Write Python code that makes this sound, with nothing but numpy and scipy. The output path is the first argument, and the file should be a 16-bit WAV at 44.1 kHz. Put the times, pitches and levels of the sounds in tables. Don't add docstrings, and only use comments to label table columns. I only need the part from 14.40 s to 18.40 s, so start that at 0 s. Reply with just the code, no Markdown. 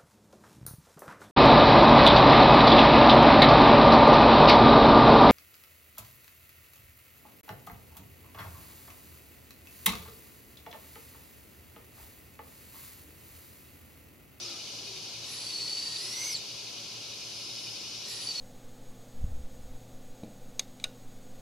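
import sys
import numpy as np
from scipy import signal
from scipy.fft import rfft, irfft
from scipy.io import wavfile
from scipy.ndimage import uniform_filter1d

SR = 44100
rng = np.random.default_rng(int(sys.argv[2]) if len(sys.argv) > 2 else 0)


def wav_out(sig):
    wavfile.write(sys.argv[1], SR, np.round(np.clip(np.atleast_2d(sig).T, -1, 1) * 32767).astype(np.int16))


N = 176400
TIME = np.arange(N) / SR
SIDES = np.array([[1], [-1]])
TOP_WHISTLE_WIDTH_HZ, THROAT_WIDTH_HZ = 500, 160
JITTER_PER_S = 209

# time_s, pitch_hz, level_db, hoarseness (0 to 1)
WHISTLES = [
    [(.92, 4630, -52, 0.85), (1.045, 4454, -42, 0.93), (1.07, 4580, -47, .4), (1.11, 4530, -43, 0.47),
     (1.15, 4406, -39, 0.54), (1.28, 4433, -38.5, 0.57), (1.39, 4558, -45, 0.51), (1.48, 4580, -40, 0.33),
     (1.52, 4600, -41, 0.7), (1.58, 4690, -42, 0.7), (1.65, 5110, -42.5, 0.92), (1.76, 5840, -39.5, 0.73),
     (1.82, 6020, -38, 0.68), (1.875, 6170, -35.5, 0.73), (1.92, 5810, -38.5, 0.86),
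     (1.942, 4920, -33.5, 0.64), (1.953, 4390, -37, 0.46), (1.962, 4200, -41, 0.4), (1.972, 3760, -33, .6)],
    [(3.70, 4690, -48, 0.95), (3.86, 4620, -45, 0.9), (3.876, 4540, -48, 0.42), (3.895, 4590, -51, 0.39),
     (3.925, 4500, -49, 0.37), (3.945, 4460, -56, 0.42), (3.968, 4380, -47, .3), (4.0, 4400, -44, 0)],
]


def from_db(db):
    return 10 ** (np.asarray(db) / 20)


def rms_one(x):
    return x / np.sqrt(np.mean(np.abs(x) ** 2) + 1e-20)


def at_hz(points, hz):
    row_hz, values = np.transpose(points)
    return np.interp(np.log(hz + 1e-9), np.log(row_hz), values)


def in_time(rows):
    time_s, *columns = np.transpose(rows)
    return [np.interp(TIME, time_s, column) for column in columns]


def gate(rows):
    is_on = (TIME >= rows[0][0]) & (TIME <= rows[-1][0])
    return uniform_filter1d(is_on * 1., size=256)


def drift(per_s):
    smoothing = signal.butter(2, min(per_s, SR / 4), fs=SR / 2, output="sos")
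    slow = signal.sosfilt(smoothing, rng.standard_normal(N // 2 + 8192))[8192:]
    return rms_one(np.interp(np.arange(N) / 2, np.arange(len(slow)), slow))


def phase_of(hz):
    return 2 * np.pi * np.cumsum(hz * np.ones(N)) / SR


def resonance(hz, width_hz):
    phase = phase_of(hz)
    return drift(width_hz / 2) * np.cos(phase) + drift(width_hz / 2) * np.sin(phase)


def spread(mid, side, hz):
    # frequency_hz, likeness (1 the same, 0 unrelated, -1 opposite)
    likeness = [(60, 1), (130, 0.68), (290, 1), (640, 0.88), (1410, 0.65), (3100, 0.62), (6820, 0.2),
                (15000, -0.36)]
    # frequency_hz, left_minus_right_db
    balance = [(100, 1.5), (1000, 0.9), (2600, 1.5), (4500, 2.5), (8000, -0.5), (15000, -0.5)]
    alike = np.clip(at_hz(likeness, hz), -.99, .99)
    pair = (np.sqrt(1 + alike) * mid + np.sqrt(1 - alike) * side * SIDES) / np.sqrt(2)
    return pair * from_db(SIDES * at_hz(balance, hz) / 2)


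def wash(spectrum):
    ripple_db, ripple_step_hz = 1.8, 35
    hz = np.arange(N // 2 + 1) * SR / N
    ripple = np.interp(hz / ripple_step_hz, np.arange(4096), rng.standard_normal(4096))
    colour = from_db(at_hz(spectrum, hz) + ripple_db * ripple) * (hz < spectrum[-1][0])
    mid, side = rfft(rng.standard_normal((2, N)))
    return rms_one(irfft(spread(mid, side, hz) * colour, N))


def air_rush():
    # frequency_hz, relative_level_db
    spectrum = [(15, -59), (25, -38), (48, -18), (81, -13), (94, -13), (108, -14), (198, -7.5), (222, -11),
                (350, -3), (421, -4.5), (554, -10.5), (596, -15.5), (654, -10), (876, -14.5), (1030, -14),
                (1130, -16), (2000, -18.5), (2600, -73), (4400, -120)]
    return from_db(-54.5) * wash(spectrum)


def motor():
    # pitch_hz, level_db
    tones = [(56.6, -77.5), (113.2, -64), (120, -66.5), (150, -70.5), (169.6, -72.5), (226.2, -68.5),
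             (452, -78), (564.5, -68), (1035, -73.5), (1302, -78.5), (1360, -74.5)]
    waver_db, speed_wander = 2.5, 0.00407
    speed = 1 + speed_wander * drift(per_s=3.18)
    hum = 0
    for hz, db in tones:
        level = from_db(db + waver_db * drift(per_s=7.3))
        hum += level * np.sin(phase_of(hz * speed) + rng.uniform(0, 2 * np.pi))
    return np.sqrt(2) * hum * from_db(SIDES * 1.0)


def shrill():
    # frequency_hz, relative_level_db
    spectrum = [(1850, -35), (2100, -10.5), (2400, -6), (3300, -2.5), (4400, -2.5), (5100, 3), (6100, -1.5),
                (7000, -8), (8000, -16), (10000, -13.5), (12000, -18), (14500, -25.5), (16000, -31)]
    # pitch_hz, width_hz, level_db, peak_place (0 to 1 of a cycle), swing_db
    bands = [(2491, 220, -59, 0.26, 6), (2911, 130, -56, 0.34, 3), (3717, 39, -55.5, 0.36, 7),
             (3875, 51, -56.5, 0.29, 1), (4410, 350, -50, 0.42, 1), (4914, 36, -53.5, 0.17, 2),
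             (5860, 41, -58.5, 0.15, 2)]
    # time_s, gain_db
    swell = [(0, 0.6), (.5, 0), (2.1, 0.6), (2.5, -0.2), (3.0, 0.5), (4.0, 0.5)]
    throbs_per_s, tick_db, tick_s, tick_places = 11.082, 3, 0.014, (0, 0.53)
    sound = from_db(-42.5) * wash(spectrum)
    for hz, width_hz, db, peak_place, swing_db in bands:
        cycle = TIME * throbs_per_s - peak_place
        seconds_from_ticks = [((cycle - place + .5) % 1 - .5) / throbs_per_s for place in tick_places]
        ticks = sum(np.exp(-(gap_s / tick_s) ** 2) for gap_s in seconds_from_ticks)
        throb = rms_one(from_db(swing_db * np.cos(2 * np.pi * cycle) + tick_db * ticks))
        band = spread(resonance(hz, width_hz), resonance(hz, width_hz), hz)
        sound += from_db(db) * throb * band
    swell_db, = in_time(swell)
    return from_db(swell_db) * sound


def airy_tone(rows, width_hz):
    hz, db = in_time(rows)
    return gate(rows) * from_db(db) * resonance(hz, width_hz)


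def beak_hiss(rows):
    # pitch_hz (before stretching), width_hz, relative_level_db
    beak = [(990, 590, -17.5), (1390, 230, -22.5), (1959, 150, -15), (3302, 2000, -10.5), (4287, 500, -1),
            (5540, 900, -4.5), (7550, 1440, -6), (9460, 670, -14), (11560, 1400, -18), (13700, 750, -28.5)]
    db, stretch = in_time(rows)
    ringing = sum(from_db(ring_db) * resonance(hz * stretch, width_hz) for hz, width_hz, ring_db in beak)
    return gate(rows) * from_db(db) * ringing


def woodland(sound, echo_db):
    fade_s = 0.4
    t = TIME[:SR // 2]
    echoes = rng.standard_normal(len(t)) * from_db(-60 * t / fade_s)
    echoes /= np.sqrt(np.sum(echoes ** 2))
    return sound + from_db(echo_db) * signal.fftconvolve(sound, echoes)[:N] * SIDES


def far_owl():
    # time_s, pitch_hz, level_db
    whistles = [
        [(0, 5950, -56), (.03, 5850, -46), (.06, 5130, -43.5), (.083, 4340, -48), (.10, 4120, -56)],
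        [(2.85, 5000, -56), (3.1, 5134, -47.5), (3.33, 5290, -48), (3.45, 5360, -51), (3.6, 5530, -48),
         (3.8, 5620, -53)],
    ]
    # time_s, pitch_hz, level_db
    top_whistle = [(2.8, 10500, -72), (2.9, 10560, -65), (3.25, 10430, -61.5), (3.5, 10540, -71)]
    # time_s, level_db, beak_stretch (times the beak's pitches)
    breath = [(0, -53, 0.99), (.09, -56, 0.92), (.17, -60, 0.79)]
    # time_s, pitch_hz, level_db
    throat = [(0, 1320, -67), (.1, 1286, -59.5), (.22, 1290, -63)]
    voice = sum(airy_tone(rows, width_hz=240) for rows in whistles)
    voice += airy_tone(top_whistle, TOP_WHISTLE_WIDTH_HZ)
    voice += beak_hiss(breath)
    voice += airy_tone(throat, THROAT_WIDTH_HZ)
    return woodland(voice, echo_db=-7.0) * from_db(SIDES * 1.3)


def hoots():
    # peak_s, half_length_s, pitch_hz, level_db
    swells = [(0.09, 0.1, 360, -55.5), (0.53, 0.071, 380, -54), (1.21, 0.04, 394.4, -58.5),
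              (1.699, 0.16, 370.7, -61), (1.86, 0.037, 329.5, -59)]
    waver_hz = 12.6
    sound = 0
    for peak_s, half_length_s, hz, db in swells:
        level = from_db(db) * np.exp(-((TIME - peak_s) / half_length_s) ** 2)
        sound += level * np.sin(phase_of(hz + waver_hz * drift(per_s=28.3)))
    return np.sqrt(2) * sound


def hiss_echoes(sound):
    echo_db, fade_s = -2.5, 0.12
    t = TIME[:SR // 2]
    echoes = rng.standard_normal((2, len(t))) * from_db(-60 * t / fade_s)
    echoes /= np.sqrt(np.sum(echoes ** 2, axis=1, keepdims=True))
    return sound + from_db(echo_db) * signal.fftconvolve(sound[None], echoes, axes=1)[:, :N]


def puffs():
    # peak_s, half_length_s, pitch_hz, width_hz, level_db
    bursts = [(0.927, .04, 10900, 1600, -56), (1.923, .016, 11200, 1200, -53),
              (1.969, 0.0083, 7470, 700, -45), (3.708, .034, 11000, 1400, -53),
              (3.715, .025, 7400, 600, -52), (3.75, 0.078, 1904, 197, -61)]
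    sound = 0
    for peak_s, half_length_s, hz, width_hz, db in bursts:
        level = from_db(db) * np.exp(-((TIME - peak_s) / half_length_s) ** 4)
        sound += level * resonance(hz, width_hz)
    return sound


def whistle(rows):
    jitter_hz, width_hz = 140.2, 310
    octave_db, octave_width_hz = -17.5, 990
    rasp_db, rasp_per_s = 0.9, 96
    hz, db, hoarseness = in_time(rows)
    hoarseness = np.clip(hoarseness, 0, 1)
    roughness = np.sqrt(hoarseness)
    core = np.sqrt(2) * np.sin(phase_of(hz + roughness * jitter_hz * drift(JITTER_PER_S)))
    breath = resonance(hz, width_hz) + from_db(octave_db) * resonance(2 * hz, octave_width_hz)
    tone = np.sqrt(1 - hoarseness) * core + roughness * breath
    depth = np.log(from_db(rasp_db)) * 4 * hoarseness * (1 - hoarseness)
    rasp = np.exp(depth * np.minimum(drift(rasp_per_s), 2) - depth ** 2)
    return gate(rows) * from_db(db) * tone * rasp


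def spurts():
    # peak_s, half_length_s, level_db
    catches = [(1.074, 0.0088, -37), (1.103, 0.0087, -37), (1.15, .0025, -36), (1.16, 0.0046, -34),
               (1.184, 0.0054, -37), (1.213, 0.0023, -32), (1.229, 0.0026, -30), (1.262, 0.0069, -38),
               (1.2825, .0035, -29.5), (1.2975, 0.0015, -32), (1.319, 0.0053, -34), (1.3318, 0.0037, -29.5),
               (1.352, 0.0059, -36.5), (1.376, .006, -35), (1.390, 0.0085, -34.5), (1.403, 0.0028, -32.5),
               (1.429, 0.0044, -31.5), (1.439, 0.0032, -34.5), (1.46, .005, -39), (1.476, 0.012, -37),
               (1.561, 0.0062, -37), (1.953, .0045, -28.5), (3.875, 0.0046, -32), (3.89, .002, -33),
               (3.895, 0.0066, -34), (3.913, 0.0095, -34), (3.959, 0.0086, -34.5), (3.981, 0.0041, -36),
               (3.989, 0.0058, -32.5), (3.998, .003, -35)]
    jitter_hz = 54
    hz = in_time([row for rows in WHISTLES for row in rows])[0]
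    level = sum(from_db(db) * np.exp(-((TIME - peak_s) / half_length_s) ** 2)
                for peak_s, half_length_s, db in catches)
    return np.sqrt(2) * level * np.sin(phase_of(hz + jitter_hz * drift(JITTER_PER_S)))


def near_owl():
    # time_s, pitch_hz, level_db
    throat = [(1.58, 1951, -63), (1.76, 2065, -52.5), (1.87, 2176, -47), (1.92, 2213, -48),
              (1.96, 2190, -63)]
    # time_s, level_db, beak_stretch (times the beak's pitches)
    hisses = [
        [(.84, -56, 1.1), (.90, -49, 0.94), (1.10, -49, 1.03), (1.55, -47, 0.94), (1.70, -47, 1.03),
         (1.87, -42.5, 1.09), (1.94, -47, 1.09), (1.97, -51, 0.89), (1.985, -58, 1.0)],
        [(3.65, -54, 1), (3.685, -48.5, 0.98), (3.83, -48.5, 0.98), (4.0, -48.5, 1)],
    ]
    # time_s, pitch_hz, level_db
    top_whistles = [
        [(.85, 10470, -62), (.92, 10400, -47.5), (.98, 10180, -52), (1.06, 10350, -52.5), (1.2, 10300, -57.5),
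         (1.56, 10330, -55), (1.585, 10300, -51.5), (1.65, 10600, -50), (1.75, 10740, -56), (1.92, 10800, -53),
         (1.96, 10400, -68)],
        [(3.67, 10400, -70), (3.69, 10300, -56), (3.755, 10400, -49), (3.80, 10300, -50.5), (3.85, 10200, -47),
         (3.89, 10130, -57), (4.0, 9800, -63)],
    ]
    # time_s, pitch_hz, level_db
    low_ring = [(1.5, 4420, -52.5), (1.7, 4385, -51), (1.9, 4443, -53), (1.95, 4420, -38)]
    tones = sum(map(whistle, WHISTLES)) + spurts() + airy_tone(throat, THROAT_WIDTH_HZ)
    breath = sum(map(beak_hiss, hisses)) + puffs()
    breath += sum(airy_tone(rows, TOP_WHISTLE_WIDTH_HZ) for rows in top_whistles)
    breath += airy_tone(low_ring, width_hz=286)
    return woodland(tones, echo_db=-15.5) * from_db(SIDES * 0.3) + hiss_echoes(breath)


def scene():
    return near_owl() + far_owl() + shrill() + motor() + hoots() + air_rush()


def record(dry):
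    cutoff_hz = 15100
    treble_cut = signal.ellip(10, .1, 80, cutoff_hz, fs=SR, output="sos")
    return signal.sosfilt(treble_cut, dry)


dry = scene()
out = record(dry)
wav_out(out)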